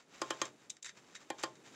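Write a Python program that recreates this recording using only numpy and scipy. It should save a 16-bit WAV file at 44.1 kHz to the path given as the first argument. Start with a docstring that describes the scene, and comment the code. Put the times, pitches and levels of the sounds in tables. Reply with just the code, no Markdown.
"""Fingers work the knob of a steel padlock clamped on a workbench, close up in a small room.
From the start, skin rubs on the knurled knob over a low steady hiss. Three times (0.2-0.4 s) the
mechanism snaps over: a bright steel crack, then a knock as it seats and shakes the bench.
Small parts tick and the fingers scuff; near 0.8 s the level dips briefly.
Two more snaps follow (1.3 and 1.4 s), then a last faint scuff and more rubbing."""
import sys
import numpy as np
from scipy import signal
from scipy.fft import rfft, irfft
from scipy.io import wavfile
from scipy.ndimage import uniform_filter1d

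SR = 44100
rng = np.random.default_rng(int(sys.argv[2]) if len(sys.argv) > 2 else 0)


def persist_wave(psi):
    """Save psi, clipped to +-1, as 16-bit WAV."""
    counts = np.round(np.clip(psi, -1, 1) * 32767).astype(np.int16)
    wavfile.write(sys.argv[1], SR, np.atleast_2d(counts).T)


N = 77175
T = np.arange(N) / SR
FREQS = np.maximum(np.arange(N + 1) * SR / (2 * N), 1)
CRACK_RISE_S = 0.00057

# snaps: (time [s], crack [dB], crack tilt [dB/octave], spring release [dB], ping [Hz], ping [dB],
# seating delay [s], knock [dB], knock low-pass [Hz], clack [Hz], clack [dB])
SNAPS = [(0.2163, -33, 1.5, -47.5, 4990, 10, 0.0026, -26, 2030, 1060, -32),
         (0.3049, -30.5, 0.1, -38.5, 3080, 10, 0.0028, -27, 2240, 1210, -30),
         (0.4154, -26, -1.5, -39, 6360, 13.5, 0.002953, -27, 1630, 1130, -24.5),
         (1.3019, -36, -4, -37, 2080, 6.5, 0.00275, -30.5, 810, 810, -27),
         (1.4351, -31, -1, -36, 4750, 10.5, .0031, -27, 2180, 790, -37)]
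# knob resonances: (frequency [Hz], level over contact sound [dB], t60 [s])
KNOB_MODES = [(1814, 4.5, 0.028), (2157, 6, 0.042), (2660, 4.5, 0.037), (3767, 19, 0.016), (4710, 11, 0.02),
              (5490, 11.5, 0.016), (6196, 14.5, 0.014), (6520, 3, 0.016), (6940, 8.5, 0.02),
              (7380, 12.5, 0.0072)]


def from_db(db):
    """Decibels to gain."""
    return 10 ** (np.asarray(db) / 20)


def unit_rms(x):
    """Scale to rms 1."""
    return x / np.sqrt(np.mean(x ** 2) + 1e-20)


def gain_curve(points):
    """Gain over time from (time [s], level [dB]) points."""
    return from_db(np.interp(T, *np.transpose(points)))


def envelope(start_s, rise_s, decay_s, hold_s=0):
    """Linear rise, hold, exponential decay."""
    t = T - start_s
    return np.clip(t / rise_s, 0, 1) * np.exp(-np.maximum(t - rise_s - hold_s, 0) / decay_s)


def impulse(time_s, db):
    """A single impact."""
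    return from_db(db) * np.maximum(1 - abs(T - time_s) * SR, 0)


def ring(x, hz, t60_s):
    """One damped mode; a unit impulse rings it at height 1."""
    r, w = from_db(-60 / (t60_s * SR)), 2 * np.pi * hz / SR
    return signal.lfilter([1, -r * np.cos(w)], [1, -2 * r * np.cos(w), r * r], x + 1e-18)


def butter(x, hz, kind):
    """Butterworth filter, 12 dB/octave slopes."""
    return signal.sosfilt(signal.butter(2, hz, kind, fs=SR, output="sos"), x)


def colour(x, points, modes=(), tilt_db_per_oct=0):
    """Unit-power filter: a smooth spectrum with resonant peaks on it."""
    hz, db = np.transpose(points)
    gain = from_db(np.interp(np.log(FREQS), np.log(hz), db) + tilt_db_per_oct * np.log2(FREQS))
    peaks = sum(from_db(peak_db) ** 2 / (1 + (2 * np.pi * (FREQS - peak_hz) * t60_s / np.log(1000)) ** 2)
                for peak_hz, peak_db, t60_s in modes)
    cepstrum = irfft(np.log(unit_rms(gain * np.sqrt(1 + peaks))))
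    cepstrum[1:N] *= 2  # fold to minimum phase
    cepstrum[N + 1:] = 0
    return irfft(rfft(x, 2 * N) * np.exp(rfft(cepstrum)))[:N]


def grains(per_s, spread_db):
    """Tiny random contacts of uneven strength; rms 1."""
    sizes = from_db(spread_db * np.minimum(rng.exponential(1, N), np.pi))
    signs = rng.choice([-1, 1], N)
    return unit_rms(sizes * signs * (rng.random(N) < per_s / SR))


def rattle(shape, per_s, spread_db):
    """Burst of contacts under an envelope, whitened to drive all pitches alike."""
    x = grains(per_s, spread_db) * shape
    gate = np.minimum(5 * shape / shape.max(), 1)
    for _ in range(2):
        spectrum = rfft(x)
        x = irfft(spectrum / (abs(spectrum) + 1e-12), N) * gate
    return unit_rms(x) * np.sqrt(np.mean(shape ** 2))


def hiss():
    """Low background noise, drifting in level."""
    # hiss spectrum: (frequency [Hz], level [dB])
    spectrum = [(40, -41), (70, -24.5), (130, 0), (340, 3), (600, -4.5), (1400, -12.5), (2500, -19),
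                (8800, -23.5), (16000, -40)]
    # drift: (time [s], level offset [dB])
    drift = [(0, -7.5), (.2, 4), (.73, -2), (.775, -8), (.85, -6.5), (1.0, -1.5), (1.55, -0.5), (1.75, 3.5)]
    return from_db(-65) * gain_curve(drift) * colour(rng.standard_normal(N), spectrum)


def rubbing():
    """Fine stick-slip of skin on steel; the fingers damp the knob's ring."""
    # rubbing strength: (time [s], level [dB])
    strength = [(0, -59), (.055, -74.5), (.105, -66.5), (.145, -57), (.21, -58.5), (.28, -53), (.37, -56.5),
                (.46, -50), (.53, -70.5), (.65, -63.5), (.68, -70.5), (.945, -72.5), (.975, -56.5),
                (1.01, -67.5), (1.13, -63.5), (1.19, -65.5), (1.215, -58), (1.26, -68.5), (1.375, -65.5),
                (1.388, -50.5), (1.42, -54.5), (1.52, -66.5), (1.63, -68.5), (1.665, -55), (1.71, -64.5),
                (1.75, -55.5)]
    # skin friction spectrum: (frequency [Hz], level [dB])
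    spectrum = [(200, -4.5), (700, 2.5), (1300, 4.5), (2500, 2), (4000, -4), (7400, -2), (8600, -20.5),
                (12000, -30), (16000, -25.5)]
    damped_modes = [(hz, db - 12.5, t60_s) for hz, db, t60_s in KNOB_MODES]
    return colour(gain_curve(strength) * grains(per_s=4400, spread_db=3.5), spectrum, damped_modes)


def spring_releases():
    """The spring lets go: a sharp noise edge at the start of each snap."""
    # release spectrum: (frequency [Hz], level [dB])
    spectrum = [(2000, -40), (7500, 7), (8700, -12), (10200, 2), (11800, -14), (16000, -33)]
    shape = sum(from_db(release_db) * envelope(time_s, CRACK_RISE_S, decay_s=0.0014)
                for time_s, _, _, release_db, *_ in SNAPS)
    return colour(shape * rng.standard_normal(N), spectrum)


def cracks():
    """Steel parts rattle over the detent; the lock rings and one part pings."""
    # steel contact spectrum: (frequency [Hz], level [dB])
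    spectrum = [(60, -40), (300, -11.5), (1200, 1.5), (1800, -3.5), (3200, 3.5), (4000, 0.5), (5000, 2.5),
                (7600, -0.5), (8700, -14), (10400, -13.5), (12000, -26), (16000, -26)]
    # lock resonances: (frequency [Hz], level over contact sound [dB], t60 [s])
    lock_modes = [(1845, 16.5, .05), (2397, 11, 0.048), (2830, -6, 0.13), (3210, 7.5, 0.043),
                  (6420, 9.5, 0.02), (7530, 11, 0.021)]
    ping_t60_s = 0.013
    steel = 0
    for time_s, crack_db, tilt_db_per_oct, _, ping_hz, ping_db, *_ in SNAPS:
        shape = envelope(time_s, CRACK_RISE_S, decay_s=0.0041, hold_s=0.00079)
        contacts = rattle(shape, per_s=12000, spread_db=3.5)
        modes = lock_modes + [(ping_hz, ping_db, ping_t60_s)]
        steel += from_db(crack_db) * colour(contacts, spectrum, modes, tilt_db_per_oct)
    return steel


def knocks():
    """The parts seat with a clack and shake the bench; its top throws back an echo."""
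    # clamp and bench modes: (frequency [Hz], level [dB], t60 [s])
    bench_modes = [(136.1, -16.5, 0.27), (300, -18.5, 0.017), (345, -11.5, 0.07), (399.4, -6.5, 0.07),
                   (519.3, -14, 0.085), (556.3, -14.5, 0.077), (620.6, -10.5, 0.08), (731, -16.5, 0.13),
                   (854, -23.5, 0.086), (872.5, -14.5, 0.086), (1055, -14.5, 0.15), (1138.4, -12, 0.083),
                   (1250, -25, 0.1), (1411, -21, 0.046)]
    highpass_hz, echo_s, echo_db = 256, 0.003526, -13
    body = 0
    for time_s, *_, seat_s, knock_db, lowpass_hz, clack_hz, clack_db in SNAPS:
        blow = impulse(time_s + seat_s, knock_db)
        bench = sum(from_db(db) * ring(blow, hz, t60_s) for hz, db, t60_s in bench_modes)
        clack = ring(impulse(time_s + seat_s, clack_db), clack_hz, t60_s=0.023)
        body += butter(butter(clack + bench, highpass_hz, "high"), lowpass_hz, "low")
    return body + from_db(echo_db) * np.interp(T - echo_s, T, body)


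def scuffs():
    """Short runs of contacts on the knurling ring the knob: bright ticks, dull gritty scrape."""
    # ticks and scuffs: (time [s], level [dB], rise [s], decay [s], scrape relative to tick [dB])
    touches = [(0.4529, -38.5, 0.0014, 0.0019, -3), (0.6966, -39, 0.0026, 0.0075, -30),
               (0.7006, -33.5, 0.0021, 0.0024, -20.5), (0.7673, -52.5, 0.00036, 0.0024, -1),
               (0.824, -43, 0.0052, 0.0047, -24), (.844, -45, 0.0011, 0.0095, -3.5),
               (0.852, -47, 0.0071, 0.021, 1), (0.8892, -56.5, 0.0047, 0.0098, 8.5),
               (1.147, -50, .006, .012, 3.5), (1.395, -51.5, 0.0036, 0.0083, -8),
               (1.4281, -43, 0.0012, .005, -5), (1.553, -61.5, 0.0019, 0.005, 2)]
    # tick spectrum: (frequency [Hz], level [dB])
    tick_spectrum = [(300, -15.5), (1500, -27), (2400, -4.5), (4400, -8), (6800, 2.5), (8000, -0.5),
                     (9000, -9), (16000, -34)]
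    # scrape spectrum: (frequency [Hz], level [dB])
    scrape_spectrum = [(200, -16), (800, -12), (1400, 1), (2050, 2.5), (3700, -11), (6000, -8.5),
                       (8000, -24), (14000, -48)]
    ticks, scrapes = 0, 0
    for time_s, db, rise_s, decay_s, scrape_db in touches:
        shape = from_db(db) * envelope(time_s, rise_s, decay_s)
        ticks += rattle(shape, per_s=11000, spread_db=5.5)
        scrapes += from_db(scrape_db) * rattle(shape, per_s=2600, spread_db=5.5)
    return colour(ticks, tick_spectrum, KNOB_MODES) + colour(scrapes, scrape_spectrum, KNOB_MODES)


def room(x):
    """Diffuse reflections: quick build-up, separate decay in each octave."""
    # room tail: (frequency [Hz], level [dB], t60 [s])
    reverb = [(162, -7.5, 0.56), (373, -11, 0.26), (1070, -9.5, 0.083), (2830, -7, 0.076),
              (6050, -26, 0.18), (13800, -9, 0.087)]
    hz, db, t60_s = np.transpose(reverb)
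    edges_hz = np.geomspace(70, 18000, 9)
    tail = 0
    for low_hz, high_hz in zip(edges_hz, edges_hz[1:]):
        log_centre = np.log(low_hz * high_hz) / 2
        decay_s = np.interp(log_centre, np.log(hz), t60_s) / np.log(1000)
        gain = from_db(np.interp(log_centre, np.log(hz), db))
        spectrum = rfft(rng.standard_normal(N) * envelope(0, rise_s=0.0024, decay_s=decay_s), 2 * N)
        local_power = uniform_filter1d(abs(spectrum) ** 2, size=80)
        flat = irfft(spectrum / np.sqrt(local_power))[:N]  # no ringing tones
        band = butter(flat, [low_hz, high_hz], "band")
        tail += gain * band * np.sqrt(2 * (high_hz - low_hz) / SR / np.sum(band ** 2))
    return signal.fftconvolve(x, tail)[:N]


def scene():
    """Lock and fingers in the room, over the hiss; mono."""
    # overall gain with a brief dip: (time [s], level [dB])
    dip = [(.77, -1.5), (.802, -6.5), (.818, -11.5), (.826, -0.5)]
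    snaps = cracks() + knocks()
    fingers = scuffs()
    background = hiss()
    reflections = room(from_db(4.5) * snaps + from_db(3.0) * fingers)
    mix = snaps + fingers + background + reflections + rubbing() + spring_releases()
    return (gain_curve(dip) * mix)[None]


def record(dry):
    """The microphone sheds the deep bass; the top is cut steeply."""
    bass_cut_hz, stopband_hz = 50, 16350
    thinned = butter(dry, bass_cut_hz, "high")
    return signal.sosfilt(signal.cheby2(16, 60, stopband_hz, fs=SR, output="sos"), thinned)


dry = scene()
out = record(dry)
persist_wave(out)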